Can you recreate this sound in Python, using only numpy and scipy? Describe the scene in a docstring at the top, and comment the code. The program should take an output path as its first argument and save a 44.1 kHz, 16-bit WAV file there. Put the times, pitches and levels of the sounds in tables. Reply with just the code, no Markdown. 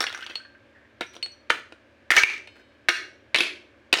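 """Pestle crushing a clay pot

One microphone, close to a plate in a hard-walled room, where a stone pestle crushes a small pot's pieces.
Each blow rings the clay, cracks it and thuds the plate; the break crumbles to grit and loose shards clink.
The recorder's limiter ducks at each heavy blow, so the room swells back just after it."""
import sys
import numpy as np
from scipy import signal
from scipy.fft import rfft, irfft
from scipy.io import wavfile
from scipy.ndimage import uniform_filter1d, minimum_filter1d

SR = 44100
rng = np.random.default_rng(int(sys.argv[2]) if len(sys.argv) > 2 else 0)


def unload_audio(sound):
    """Save the sound as a 16-bit wav file, at the path given as the first command line argument."""
    columns = np.transpose(np.atleast_2d(sound))
    # keep every value between -1 and 1, then stretch to whole-number steps
    steps = np.round(np.clip(columns, -1, 1) * 32767)
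    wavfile.write(sys.argv[1], SR, steps.astype(np.int16))


N = 176400

CRACK_T60_S, CONTACT_S = 0.021, 0.00028
CLAY_DAMPING = 0.56  # ring time falls as this power of the pitch ratio
# modes of a piece of clay: pitch_ratio, level_db
CLAY_RESONANCES = [(0.579, -19.5), (0.751, -6.5), (0.832, -15.5), (.92, -5.5), (1, 0), (1.1, -0.5),
                   (1.2, -4.5), (1.368, -11.5), (1.551, -5), (1.76, -10), (2.05, -22.5), (2.448, -25.5)]
# stone and shards striking, close to the microphone; crack and thud are offsets from the level:
# start_s, level_db, pitch_hz, t60_s, crack_db, thud_db
BLOWS = [(.005, -25, 1614, 0.036, 11.5, 2), (.040, -19.5, 1543, 0.025, 3, -20),
         (.067, -21.5, 2750, 0.029, -4, -16), (.126, -35, 3350, .015, 10, -3),
         (0.146, -34, 1545, 0.062, 7.5, -22), (0.175, -42, 3000, .01, 14, -14),
         (0.226, -34, 2880, 0.038, -11, -29), (0.2641, -32.5, 2950, 0.029, 4, -21),
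         (0.298, -39, 2726, 0.11, 3, 8), (0.356, -21, 2680, 0.0076, -5.5, -28),
         (0.45, -46.5, 1574, 0.049, -21, -10), (.550, -57, 1626, 0.087, -14, -13),
         (1.01, -29, 1980, 0.036, 8, 16), (1.152, -46.5, 2870, .025, 4, 9),
         (1.165, -40.5, 3020, 0.016, 7, 10), (1.2271, -20, 2800, 0.0082, -8, -14.5),
         (1.261, -25, 2720, 0.005, -8, -9.5), (1.498, -25, 2940, 0.0073, 0.5, -12),
         (1.5021, -1.5, 1500, 0.0088, -17.5, -9.5), (1.504, -2.5, 2174, 0.0062, -10.5, -12),
         (1.723, -43, 2560, 0.026, 4.5, 14.5), (2.1046, 3, 1663, 0.012, -6, -15.5),
         (2.120, 2, 1884, 0.03, -3, -25), (2.136, -13, 1700, 0.054, -15, -15),
         (2.158, -16, 1760, .04, 8, -28), (2.1669, -2, 1730, .045, -6, -22.5),
         (2.2342, -11, 2400, .015, -1.5, -27), (2.291, -37, 2400, .03, -3.5, -17),
         (2.299, -24, 2360, 0.018, 0, -20), (2.337, -34.5, 3502, 0.0085, 2, -31),
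         (2.379, -40.5, 3370, 0.012, 7.5, -17), (2.473, -41.5, 2400, 0.066, 6, -21),
         (2.8865, 3.5, 2195, 0.015, -11, -19), (2.8865, -4.5, 1642, 0.042, -17, -19.5),
         (2.898, -6.5, 1847, 0.026, -11.5, -11.5), (3.3455, 5, 2254, .012, -2.5, -19.5),
         (3.3518, 2, 2320, 0.012, -31, -33), (3.359, -6.5, 2700, 0.018, 8.5, -3),
         (3.3858, -9.5, 3236, 0.024, -2, 0), (3.4046, -13, 2984, .04, 1, 0.5),
         (3.9277, -4, 2600, 0.015, -2, -4), (3.939, 5.5, 2490, 0.015, 5.5, -4),
         (3.9538, -5.5, 1734, 0.025, -4, -28)]
def knocks():
    """Every contact rings a piece of clay, spits a crack and thuds the plate."""
    out, t, fracture = np.zeros(N), clock(.2), fracture_noise()
    contact = 1 - np.exp(-t / CONTACT_S)
    for at, db, hz, t60, crack_db, thud_db in BLOWS:
        detunes = 1 + 0.021 * rng.standard_normal(len(CLAY_RESONANCES))
        phases = 2 * np.pi * rng.random(len(CLAY_RESONANCES))
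        clay = sum(ring(t, hz * ratio * detune, mode_db, t60 / ratio ** CLAY_DAMPING, phase)
                   for (ratio, mode_db), detune, phase in zip(CLAY_RESONANCES, detunes, phases))
        crack = np.roll(fracture, -int(at * SR))[:len(t)] * fade(t, CRACK_T60_S) / 2
        add(out, at, undb(db) * contact * (clay + undb(crack_db) * crack + undb(thud_db) * plate(t)))
    return out


# colour of breaking clay at close range: frequency_hz, relative_db
FRACTURE_SPECTRUM = [(40, -39), (300, 4), (900, 14), (1800, -1.5), (3500, 12), (5500, 3), (7500, -3.5),
                     (10000, -7), (12500, -32.5), (16000, -19.5)]
def fracture_noise():
    """The noise of clay breaking, from which cracks and grit are cut."""
    return noise(FRACTURE_SPECTRUM)


# modes of the plate on its table: pitch_hz, level_db, t60_s
PLATE_RESONANCES = [(252, -19, 0.055), (350.6, -10.5, 0.051), (433, -17, 0.031), (521, -15, 0.039),
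                    (675, -13.5, 0.036), (790, -15, 0.014), (1000, -13.5, 0.013), (1391, -11, 0.029)]
def plate(t, detune=.04):
    """The plate's short dull ring; each touch shifts its modes a little."""
    return sum(ring(t, hz * (1 + detune * rng.standard_normal()), db, t60)
               for hz, db, t60 in PLATE_RESONANCES)


GRAINS_PER_S, GRAIN_SCATTER_DB, GRAIN_T60_CYCLES, CRUMBLE_FADE_DB = 1100, 5, 45, 11.5
# clay crumbling under the pestle; grit and rumble are offsets from the level:
# start_s, length_s, level_db, pitch_hz, spread_octaves, grit_db, rumble_db
CRUMBLE_RUNS = [(.005, 0.032, -31, 2325, 0.5, -0.5, -18.5), (0.069, .06, -37.5, 2240, 0.46, -15, -20),
                (0.129, 0.26, -45.5, 2087, 0.41, -10.5, -22), (0.748, 0.13, -60, 1776, 0.066, -33, -22),
                (1.008, 0.037, -33.5, 2506, 0.39, -17, -2), (1.13, 0.056, -58, 3200, 0.29, 0, -13),
                (1.504, .025, -39.5, 2350, 0.33, -2.5, -14), (1.532, 0.067, -45, 2470, 0.45, -8.5, -1),
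                (2.105, 0.061, -16.5, 1935, 0.26, -6, -25), (2.164, 0.037, -12, 3396, .65, -5.5, -40.5),
                (2.192, 0.047, -33, 2020, 0.37, -15.5, -15.5), (2.292, 0.088, -47.5, 2700, 0.36, -8.5, -23),
                (2.555, .07, -58.5, 1930, .25, -10.5, 1), (2.89, .008, -9.5, 3698, .4, -9.5, -16),
                (3.345, 0.063, -20.5, 2890, 0.38, -15.5, -27), (3.403, 0.036, -21.5, 3145, .3, -10, -8.5),
                (3.441, 0.06, -42.5, 3070, 0.26, -9, -4), (3.926, .085, -19, 2990, 0.52, -5.5, -7)]
def crumbles():
    """Runs of tiny fractures: each pings a crumb, spits grit and shakes the plate."""
    out, t, fracture = np.zeros(N), clock(.02), fracture_noise()
    thud, span = plate(clock(0.18)), SR // 2
    for at, length, db, hz, octaves, grit_db, rumble_db in CRUMBLE_RUNS:
        draws = rng.random((400, 3))
        pitches = hz * 2 ** (octaves * np.sqrt(3) * rng.uniform(-1, 1, len(draws)))
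        count = int(GRAINS_PER_S * length) + 1
        pings, pushes = np.zeros((2, span))
        for (progress, size, sign), grain_hz in zip(draws[:count], pitches):
            grain_db = -GRAIN_SCATTER_DB * np.log(max(size, .02)) - CRUMBLE_FADE_DB * progress
            gain = undb(grain_db) * np.sign(sign - .5)
            add(pings, progress * length, gain * ring(t, grain_hz, 0, GRAIN_T60_CYCLES / grain_hz))
            add(pushes, progress * length, np.array([gain]))
        bursts = signal.fftconvolve(pushes, fade(t, t60=0.0033))[:span]
        grit = bursts * np.roll(fracture, -int(at * SR))[:span]
        rumble = signal.fftconvolve(pushes, thud)[:span]
        run = unit(pings) + undb(grit_db) * unit(grit) + undb(rumble_db) * unit(rumble)
        add(out, at, undb(db) * np.sqrt(length * SR / span) * run)
    return out


OVERTONE_RATIO, OVERTONE_DB = 1.92, -26
# free shards ringing near the microphone: start_s, pitch_hz, level_db, t60_s, width_hz
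SHARDS = [(.005, 5365, -17.5, 0.036, 40), (0.041, 5810, -30, 0.047, 50), (0.148, 5830, -33.5, 0.055, 50),
          (.147, 1590, -33, 0.088, 28), (0.224, 1583, -30.5, .08, 25), (.40, 1580, -41, 0.13, 40),
          (0.246, 5900, -46, .06, 46), (0.295, 5860, -49, 0.12, 63), (.355, 4342, -24.5, 0.083, 7.3),
          (.452, 1570, -46, 0.3, 6.9), (0.549, 1580, -49.5, 0.18, 4.1), (1.066, 5800, -49, 0.16, 80),
          (1.094, 5810, -52, 0.17, 90), (1.154, 5820, -46.5, 0.064, 60), (1.2284, 4350, -21, 0.1, 3.3),
          (1.228, 8317, -40, .05, 79), (1.319, 5800, -52, 0.14, 60), (1.505, 3110, -16.5, 0.031, 22),
          (2.176, 2263, 0.5, 0.095, 6.4), (2.199, 1605, -14.5, 0.13, 16), (2.2364, 2387, 8, 0.019, 25),
          (2.886, 2604, -3, 0.05, 29), (3.384, 10830, -28, 0.13, 320)]
def clinks():
    """Loose shards ring with one tone and a weak overtone, both widened by chattering on the plate."""
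    out, t = np.zeros(N), clock(0.82)
    for at, hz, db, t60, width_hz in SHARDS:
        chatter = wander(len(t), width_hz)
        add(out, at, ring(t, hz, db, t60, uniform_filter1d(chatter, size=40)))
        add(out, at, ring(t, hz * OVERTONE_RATIO, db + OVERTONE_DB, t60, 2 * chatter))
    return out


# partials of a thin ring behind the clinks: pitch_hz, level_db
CHIME_PARTIALS = [(3030, -57), (3772, -60), (4271, -64), (5030, -70), (7730, -83), (8900, -86.5)]
def chime(start_s=2.473, t60_s=1, width_hz=8):
    """One knock leaves a faint, lingering metallic ring."""
    out, t = np.zeros(N), clock(0.82)
    add(out, start_s, sum(ring(t, hz, db, t60_s, wander(len(t), width_hz)) for hz, db in CHIME_PARTIALS))
    return out


EARLY_DB, EARLY_T60_S, EARLY_ONSET_S, TAIL_ONSET_S = -10.5, 0.15, 0.00098, .002
# the hard walls' reverberation, heard from beside the plate: centre_hz, t60_s, level_db
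ROOM_BANDS = [(100, .4, -14), (330, 0.91, -14.5), (800, 0.62, -24), (1600, 0.36, -8), (2893, 0.39, -11),
              (5930, 0.38, -9), (9700, .32, -9), (16000, .25, -13.5)]
def room(direct):
    """Quick reflections off plate, hand and floor, then a diffuse tail that dies sooner in the treble."""
    t = clock(.8)
    log_hz = np.log(np.maximum(np.fft.rfftfreq(len(t), 1 / SR), 1))
    centres = np.log([hz for hz, _, _ in ROOM_BANDS])
    spectrum = rfft(rng.standard_normal(len(t)))
    decay = lambda t60: unit(fade(t, t60)) / np.sqrt(len(t))
    tail = sum(irfft(spectrum * np.interp(log_hz, centres, band), len(t)) * decay(t60) * undb(db)
               for (_, t60, db), band in zip(ROOM_BANDS, np.eye(len(ROOM_BANDS))))
    tail *= 1 - np.exp(-t / TAIL_ONSET_S)
    early = undb(EARLY_DB) * rng.standard_normal(len(t)) * decay(EARLY_T60_S)
    early *= 1 - np.exp(-t / EARLY_ONSET_S)
    return direct + signal.fftconvolve(direct, early + tail)[:N]


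# low tones in the room: pitch_hz, level_db
HUM_TONES = [(74.5, -68), (100, -76), (225, -67), (285, -68)]
def hum():
    """A low, wavering hum."""
    t = np.arange(N) / SR
    return sum(undb(db) * np.sin(2 * np.pi * hz * t + wander(N, width_hz=3)) for hz, db in HUM_TONES)


# room tone at the microphone: frequency_hz, relative_db
AIR_SPECTRUM = [(18, -82), (30, -22), (59, -13), (106, 3.5), (124, -4), (174, -22), (210, -12.5), (280, 0),
                (364, -1), (449, -8), (569, 2), (721, -11), (1460, -11.5), (1590, -3.5), (1960, -12.5),
                (2230, -9.5), (16000, -52)]
def room_air(level_db=-58):
    """Quiet, steady air behind everything."""
    return undb(level_db) * noise(AIR_SPECTRUM)


def undb(db):
    """Decibels to gain."""
    return 10 ** (np.asarray(db) / 20)


def unit(x):
    """Scale to rms 1."""
    return x / np.sqrt(np.mean(x ** 2) + 1e-18)


def clock(length):
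    """Sample times from 0 to length seconds."""
    return np.arange(int(length * SR)) / SR


def fade(t, t60):
    """Exponential decay, 60 dB in t60."""
    return np.exp(-np.log(1000) * t / max(t60, 1e-4))


def ring(t, hz, db, t60, phase=0):
    """One struck mode."""
    return undb(db) * fade(t, t60) * np.sin(2 * np.pi * min(hz, SR / 2) * t + phase)


def wander(count, width_hz):
    """Drifting phase that widens a tone into a line of the given width."""
    return np.cumsum(rng.standard_normal(count)) * np.sqrt(2 * np.pi * abs(width_hz) / SR)


def noise(points):
    """Noise of rms 1 coloured by (Hz, dB) points."""
    hz, db = np.array(points).T
    bins_hz = np.maximum(np.fft.rfftfreq(N, 1 / SR), 1)
    colour = undb(np.interp(np.log(bins_hz), np.log(hz), db))
    return unit(irfft(rfft(rng.standard_normal(N)) * colour, N))


def add(out, at, x):
    """Mix x into out from a given time."""
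    i = max(int(at * SR), 0)
    out[i:i + len(x)] += x[:max(len(out) - i, 0)]


def scene():
    """Blows, crumbs and shards up close, the room around them, in mono."""
    bass_cut = signal.butter(4, 286, "highpass", fs=SR, output="sos")  # small objects radiate little bass
    direct = signal.sosfilt(bass_cut, knocks() + crumbles() + clinks() + chime())
    return (room(direct) + hum() + room_air())[None]


CEILING, RELEASE_DB_PER_S, LOOKAHEAD_S, TOP_HZ = 0.71, 125, .001, 16300
def record(dry):
    """A look-ahead limiter holds the peaks and recovers steadily; large swings bend; the top is cut."""
    window = int(LOOKAHEAD_S * SR)
    over_db = 20 * np.log10(np.maximum(np.abs(dry[0]) / CEILING, 1))
    release_db = RELEASE_DB_PER_S * np.arange(N) / SR
    duck_db = release_db - np.maximum.accumulate(over_db + release_db)
    held = dry * uniform_filter1d(minimum_filter1d(undb(duck_db), window), window)
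    bent = held + 0.1 * held ** 2  # the recorder's lopsided response
    return signal.sosfilt(signal.ellip(8, .2, 70, TOP_HZ, fs=SR, output="sos"), bent)


dry = scene()
out = record(dry)
unload_audio(out)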